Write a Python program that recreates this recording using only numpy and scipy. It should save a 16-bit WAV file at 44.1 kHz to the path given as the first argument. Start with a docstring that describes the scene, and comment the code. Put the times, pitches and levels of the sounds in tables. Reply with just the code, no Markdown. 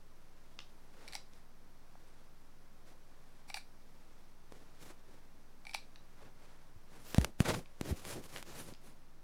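"""First comes faint room noise with a low hum and a flutter too deep to hear, then a tool's handle ticks.
The slim tool is worked in an ear, right at the microphone: its tip sticks and peels off in three short
runs of hollow clicks that ring in the tip, the shaft and the ear canal. Then it is withdrawn. Fingers
shift their grip, snap and bump against the housing and rub over it in several strokes; their skin
catches and slips, which makes a low shudder, a rasp and a hiss."""
import sys
import numpy as np
from scipy import signal
from scipy.fft import rfft, irfft, next_fast_len
from scipy.io import wavfile
from scipy.ndimage import map_coordinates

SR = 44100
rng = np.random.default_rng(int(sys.argv[2]) if len(sys.argv) > 2 else 0)


def master_out(mix):
    """Clip the mix to full scale and print it as 16-bit PCM to the path in sys.argv[1]."""
    frames = np.transpose(np.atleast_2d(mix))
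    ceiling = np.clip(frames, -1, 1)
    pcm = np.round(ceiling * 32767).astype(np.int16)
    wavfile.write(sys.argv[1], SR, pcm)


N = 407043

# tone of the room noise: (frequency [Hz], level [dB])
ROOM_NOISE_TONE = [(40, -26), (70, -4.5), (115, -14.5), (200, -2.5), (300, -6.5), (450, -10), (1000, -12),
                   (1600, -16), (3000, -23.5), (5800, -23), (7000, -28), (10000, -28.5), (15000, -30.5)]
# tones of the motor's hum: (frequency [Hz], level [dB])
HUM_TONES = [(48.4, -69.5), (96.9, -81), (145.3, -74)]
# how long the room rings: (frequency [Hz], time to fade by 60 dB [s])
ECHO_TIMES = [(200, 0.083), (1500, 0.15), (5000, 0.24), (12000, 0.14)]

# finger strokes over tool and housing: (time of fastest sliding [s], rise [s], fall [s],
# rasp level [dB], shudder above the rasp [dB], hiss above the rasp [dB])
FINGER_STROKES = [(1.02, 0.076, 0.16, -60.5, -13, -9.5), (1.35, 0.034, 0.068, -69, -5, -5),
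                  (2.885, 0.026, .05, -66, -2.5, -5), (4.55, 0.056, 0.15, -67.5, 1, -6),
                  (4.82, 0.024, 0.07, -60, -5, 0), (4.905, 0.033, 0.032, -63, -6, -5.5),
                  (5.12, 0.049, 0.098, -69, 1, -7), (6.25, 0.11, 0.047, -63, -3, -12),
                  (6.44, 0.088, 0.21, -65.5, -13, -10), (6.96, 0.068, .08, -63, -4.5, -6.5),
                  (7.11, 0.084, 0.1, -65, -4, 7.5), (7.17, .025, 0.036, -50, -11, -5),
                  (7.215, 0.023, 0.055, -53.5, 5.5, -3), (7.412, 0.015, 0.016, -50.5, 4, 3),
                  (7.495, 0.04, 0.019, -33, -3, -10), (7.545, 0.0084, 0.0074, -37.5, -8, -22),
                  (7.57, 0.081, 0.032, -53, 8.5, 2.5), (7.902, 0.064, .033, -52.5, 6.5, 0.5),
                  (7.975, 0.02, 0.049, -64.5, 3.5, 8.5), (8.1, 0.061, 0.055, -51, -2.5, 2.5),
                  (8.189, 0.047, .018, -56.5, 10.5, -1.5), (8.25, 0.031, 0.027, -64, 2, 4),
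                  (8.36, .06, 0.049, -56.5, -2.5, 2.5), (8.472, 0.014, 0.055, -60, 0.5, 2.5),
                  (8.595, 0.097, .05, -56, -1.5, 2), (8.69, 0.065, 0.037, -62.5, 5, 3),
                  (8.87, 0.045, .06, -66.5, 1.5, -1)]
# the holding hand is never quite still: (shudder level [dB], rasp level [dB], hiss level [dB])
FIDGET_LEVELS = [-86.5, -77, -84]
# how the housing rings under a rubbing finger: (frequency [Hz], width [Hz], level [dB])
HOUSING_RESONANCES = [(122, 105, 9.5), (304, 200, -2), (500, 33, -26)]
# faint whistles of the gap between finger and housing: (frequency [Hz], width [Hz], level [dB])
GAP_RESONANCES = [(9900, 1600, -5.5), (14000, 620, -13)]
# tone of the rasp of sliding skin: (frequency [Hz], level [dB])
RASP_TONE = [(300, -7), (500, 1), (680, -3.5), (1000, -5), (1800, -8.5), (2300, -9.5), (3300, -16.5),
             (7000, -23), (10000, -32), (13000, -36)]
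# tone of the hiss under a light and under a flattened fingertip: (frequency [Hz], level [dB])
LIGHT_HISS_TONE = [(1800, 0), (3300, 0), (5000, 0), (7500, -1), (9000, -7.5), (12000, -20), (14300, -6),
                   (15000, -18)]
PRESSED_HISS_TONE = [(2000, -30), (3300, 1.5), (6000, -3), (10000, -6), (15000, -18)]
# fingers snap off the housing: (time [s], level [dB])
FINGER_SNAPS = [(4.523, -41), (7.146, -18), (7.1827, -19), (7.214, -25), (7.2463, -13.5), (7.4042, -14.5),
                (7.812, -23), (8.052, -28.5), (8.24, -38), (8.3726, -30.5), (8.383, -33), (8.4274, -29.5)]
# soft bumps on the housing: (time [s], level [dB], pitch [Hz], fade length [cycles])
HOUSING_BUMPS = [(4.5219, -41, 337, 0.61), (6.758, -50.5, 92.4, 1.7), (7.1457, -28.5, 230, 0.68),
                 (7.1823, -10, 145, 0.6), (7.1824, -22, 507, 1.1), (7.19, -26, 59, 2.2),
                 (7.4041, -14, 151, 0.77), (7.571, -38.5, 163, 4.3), (7.812, -25.5, 215, 0.62),
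                 (7.909, -27.5, 74.4, 1.33), (7.9252, -26.5, 167, 0.63), (8.723, -43, 270, .9)]
# light ticks of the handle: (time [s], level [dB], pitch [Hz])
HANDLE_TICKS = [(0.5904, -28, 2900), (0.6038, -38, 3100), (1.335, -47, 4000), (1.954, -40, 710),
                (4.5223, -41, 600), (5.959, -39, 2800), (7.659, -44, 2200), (8.3619, -26.5, 2300),
                (8.738, -41, 4200), (8.749, -45.5, 3500)]

# what rings in a click (tool tip, ear canal, tool shaft, the crack of the contact itself),
# each as (frequency [Hz], width [Hz], level [dB])
TIP_RESONANCES = [(4010, 310, -9), (4440, 810, -3), (5500, 170, -4.5)]
CANAL_RESONANCES = [(838, 126, 0.5), (1285, 450, -10.5)]
SHAFT_RESONANCES = [(2320, 113, 10.5)]
CRACK_RESONANCES = [(7920, 1200, 0.5), (9300, 720, 0.5), (12500, 1700, -17)]
# the tip drags between contacts: (start [s], length [s], level [dB])
TIP_DRAGS = [(1.124, 0.05, -53), (3.475, 0.048, -57.5), (3.541, 0.053, -50), (5.646, 0.1, -65),
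             (5.732, 0.041, -54)]
# sticky contacts in the ear: (time [s], level [dB], canal in the mix [dB], shaft in the mix [dB])
STICKY_CONTACTS = [(1.0782, -38.5, -28, -10), (1.0847, -41.5, -19, -15), (1.1244, -42, -19, -15),
                   (1.1333, -37, -27, -9), (1.1521, -29, -13.5, -14.5), (1.162, -41.5, -24, -29),
                   (3.5004, -35.5, -7.5, -4.5), (3.5428, -27.5, -15, -11), (3.5708, -35.5, -4.5, -15),
                   (3.5744, -41, -20, 3), (5.6518, -44.5, -10, -9), (5.668, -35.5, -10, 1),
                   (5.694, -39, -13, -1), (5.7117, -45, -15, -10), (5.735, -40, -25, -1),
                   (5.7432, -33.5, -17, -14), (5.7465, -24.5, -10.5, -7.5), (5.7574, -36, -24, -9)]

TIP_DB, CRACK_DB = -11, -17.5  # tip and crack in the mix of every click
STROKE_SHAPE = 1.69  # shape of a stroke's swell and fade: 1 is pointed, 2 is a bell
BEAR_DOWN_DB = 1.5  # the finger presses harder as it goes: shudder gained over one rise or fall time
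FIDGET_SWING_DB = 4  # how far the faint rustle between strokes comes and goes
LOW_CUT_HZ, TOP_HZ = 39, 16000  # the handling sounds carry nothing deeper, the recorder cuts off higher sound


def amp(db):
    """Turn decibels into a factor to multiply by."""
    return 10 ** (np.asarray(db) / 20)


def unit(x):
    """Scale a sound to an average strength (rms) of 1."""
    return x / np.sqrt(np.mean(x ** 2) + 1e-20)


def along(points, hz):
    """Read between (frequency, value) points, with octaves evenly spaced."""
    freqs, values = np.transpose(points)
    return np.interp(np.log(hz + 1), np.log(freqs + 1), values)


def filtered(x, response):
    """Multiply each frequency in a sound by response(frequency)."""
    size = next_fast_len(2 * len(x))
    return irfft(rfft(x, size) * response(np.fft.rfftfreq(size, 1 / SR)), size)[:len(x)]


def coloured(x, tone):
    """Shape a sound with a tone table and scale it to strength 1."""
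    return unit(filtered(x, lambda hz: amp(along(tone, hz))))


def resonate(x, resonances):
    """Let a sound ring at a few frequencies; the narrower the width, the longer the ring."""
    return filtered(x, lambda f: sum(amp(db) * 1j * f * width / (hz * hz - f * f + 1j * f * width)
                                     for hz, width, db in resonances))


def dulled(x, hz, order):
    """Turn down the treble above hz; a higher order cuts more steeply."""
    return signal.sosfilt(signal.butter(order, hz, fs=SR, output='sos'), x)


def thinned(x, hz, order):
    """Turn down the bass below hz."""
    return signal.sosfilt(signal.butter(order, hz, 'high', fs=SR, output='sos'), x)


def wobble(rate):
    """A smooth curve through `rate` random values a second."""
    return map_coordinates(rng.standard_normal(int(N * rate / SR) + 4), [np.arange(N) * rate / SR])


def add(track, start, sound):
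    """Mix a sound into a track at `start` seconds."""
    part = track[round(start * SR):][:len(sound)]
    part += sound[:len(part)]


def background():
    """Room noise, a motor's low hum and a flutter too deep to hear."""
    t = np.arange(N) / SR
    air = amp(-66.5 + 0.43 * wobble(rate=3.26)) * coloured(rng.standard_normal(N), ROOM_NOISE_TONE)
    drift = 0.19 * wobble(rate=3.3)
    hum = sum(amp(db) * np.sqrt(2) * np.sin(2 * np.pi * hz * t + drift) for hz, db in HUM_TONES)
    flutter = amp(-46.2) * np.sin(2 * np.pi * 11.5 * t)
    return air + hum + flutter


def room_echo(x):
    """The room adds a short, smooth tail in which each frequency dies at its own speed."""
    hz, t, noise = signal.stft(rng.standard_normal(SR // 2), SR, nperseg=256)
    fade = amp(-60 * t / along(ECHO_TIMES, hz)[:, None])
    tail = signal.istft(noise * fade, SR, nperseg=256)[1]
    tail *= 1 - np.exp(-np.arange(len(tail)) / SR / 0.013)  # the echo takes a moment to build
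    return signal.fftconvolve(x, tail / np.linalg.norm(tail))[:N]


def slips(rate, spread_db):
    """Sliding as tiny one-way jerks at random moments, about `rate` a second."""
    moments = rng.random(N) < rate / SR
    jerks = moments * amp(spread_db * np.clip(rng.standard_normal(N), -2, 2))
    return unit(jerks - jerks.mean())


def stick_slip(rate, scatter):
    """Skin catches and lets go at an uneven pace, with one jerk each time it lets go."""
    count = np.cumsum(rate * np.exp(scatter * wobble(rate=150))) / SR
    releases = np.diff(np.floor(count), prepend=0)
    jerks = releases * amp(2.5 * np.clip(rng.standard_normal(N), -2, 2))
    return unit(jerks - jerks.mean())


def stroke_levels():
    """Shudder, rasp and hiss in dB: over faint fidgeting, each stroke swells, fades and turns heavier."""
    t = np.arange(N) / SR
    power = np.outer(amp(FIDGET_LEVELS), amp(FIDGET_SWING_DB * wobble(rate=5))) ** 2
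    for time, rise, fall, db, shudder_db, hiss_db in FINGER_STROKES:
        near = slice(max(0, int((time - 4 * rise) * SR)), int((time + 4 * fall) * SR))
        progress = (t[near] - time) / np.where(t[near] < time, rise, fall)
        rasp = amp(db) * np.exp(-np.abs(progress) ** STROKE_SHAPE)
        shudder = rasp * amp(shudder_db + BEAR_DOWN_DB * progress)
        power[:, near] += np.array([shudder, rasp, rasp * amp(hiss_db)]) ** 2
    return 10 * np.log10(power)


def gap_whistle():
    """The gap under the finger opens and closes as it rolls, so faint whistles come and go."""
    whistle = np.zeros(N)
    for hz, width, db in GAP_RESONANCES:
        opening = amp(db + 0.5 + 2.6 * wobble(rate=12))
        whistle += opening * unit(resonate(slips(rate=23000, spread_db=3), [(hz, width, 0)]))
    return dulled(whistle, 15200, order=12)


def finger_rubbing():
    """Skin slides in small slips: heavy ones shake the housing, many fine ones rasp and hiss."""
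    shudder_db, rasp_db, hiss_db = stroke_levels()
    heavy = stick_slip(rate=230, scatter=0.6)
    housing = resonate(heavy + 0.5 * slips(rate=2000, spread_db=4), HOUSING_RESONANCES)
    shudder = amp(shudder_db + 3) * unit(dulled(housing, 660, order=4))
    rasp = amp(rasp_db) * coloured(0.32 * heavy + slips(rate=4000, spread_db=2), RASP_TONE)
    whistle = gap_whistle()
    bright = unit(coloured(0.19 * heavy + slips(rate=14000, spread_db=5.5), LIGHT_HISS_TONE) + whistle)
    dark = coloured(slips(rate=12000, spread_db=8), PRESSED_HISS_TONE)
    # a flattened fingertip muffles the hiss: the more the rasp leads, the darker it gets
    pressed = np.clip((rasp_db - hiss_db) / 9, 0, 1)
    hiss = amp(hiss_db + 0.5) * (np.sqrt(1 - pressed) * bright + np.sqrt(pressed) * dark)
    grip = amp(1.7 * wobble(rate=83))
    return grip * (shudder + rasp + hiss)


def contact(t, grit, fade_s):
    """The force of a touch: one sharp push, then a brief gritty release."""
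    force = grit * rng.standard_normal(len(t)) * np.exp(-t / fade_s)
    force[0] += 1
    return force


def finger_knocks():
    """Snaps are sharp spikes with a gritty tail; bumps rock the housing briefly to and fro."""
    out, t = np.zeros(N), np.arange(SR // 10) / SR
    for time, db in FINGER_SNAPS:
        snap = resonate(contact(t, grit=0.07, fade_s=0.0022), [(690, 2900, 0)])
        add(out, time, -amp(db - 30) * unit(dulled(snap, 14000, order=2)))
    for time, db, hz, fade_cycles in HOUSING_BUMPS:
        cycles = hz * t
        swell = (1 - np.exp(-cycles / 0.13)) * np.exp(-(cycles / fade_cycles) ** 2)
        bump = np.sin(2 * np.pi * cycles) * swell
        add(out, time, amp(db) * bump / np.abs(bump).max())
    return out


def handle_ticks():
    """The plastic handle ticks: one broad ring that dies at once, with its top softened."""
    out, t = np.zeros(N), np.arange(SR // 20) / SR
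    for time, db, hz in HANDLE_TICKS:
        tick = resonate(contact(t, grit=0.19, fade_s=0.0018), [(hz, 1.1 * hz, 0)])
        add(out, time, amp(db - 26) * unit(dulled(tick, 1.72 * hz, order=3)))
    return out


def ear_ringing(force, mix_db):
    """A force sets tip, ear canal, shaft and crack sounding; mix_db sets their balance in that order."""
    force = thinned(force, 650, order=6)  # so small a source gives off no bass
    tip = unit(dulled(resonate(force, TIP_RESONANCES), 6640, order=8))
    canal = unit(dulled(resonate(force, CANAL_RESONANCES), 2020, order=3))
    shaft = unit(dulled(resonate(force, SHAFT_RESONANCES), 5800, order=3))
    crack = unit(dulled(resonate(force, CRACK_RESONANCES), 15500, order=2))
    return unit(amp(mix_db) @ np.array([tip, canal, shaft, crack]))


def ear_clicks():
    """The tip sticks and peels off in a tiny burst of grit; between clicks it drags a little."""
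    clicks, t = np.zeros(N), np.arange(SR // 10) / SR
    for time, db, canal_db, shaft_db in STICKY_CONTACTS:
        peel = contact(t, grit=0.68, fade_s=0.0017)
        add(clicks, time, amp(db - 22) * ear_ringing(peel, [TIP_DB, canal_db, shaft_db, CRACK_DB]))
    scrape = ear_ringing(slips(rate=2500, spread_db=0), mix_db=[1.5, 3.5, 3.5, 3.8])
    swell = np.zeros(N)
    for start, length, db in TIP_DRAGS:
        add(swell, start, amp(db) * np.sqrt(np.hanning(int(length * SR))))
    return clicks + swell * scrape


def scene():
    """Clicks and ticks reach the room; the fingers' sounds go almost straight into the microphone."""
    clicks, ticks = ear_clicks(), handle_ticks()
    handling = thinned(finger_knocks() + finger_rubbing(), LOW_CUT_HZ, order=2)
    echo = room_echo(amp(-11.5) * clicks + amp(-8.5) * ticks + amp(-33) * handling)
    return (clicks + ticks + handling + echo + background())[None]


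def record(dry):
    """The recorder cuts off the treble above TOP_HZ."""
    return filtered(dry[0], lambda hz: 1 / np.sqrt(1 + (hz / TOP_HZ) ** 200))[None]


dry = scene()
out = record(dry)
master_out(out)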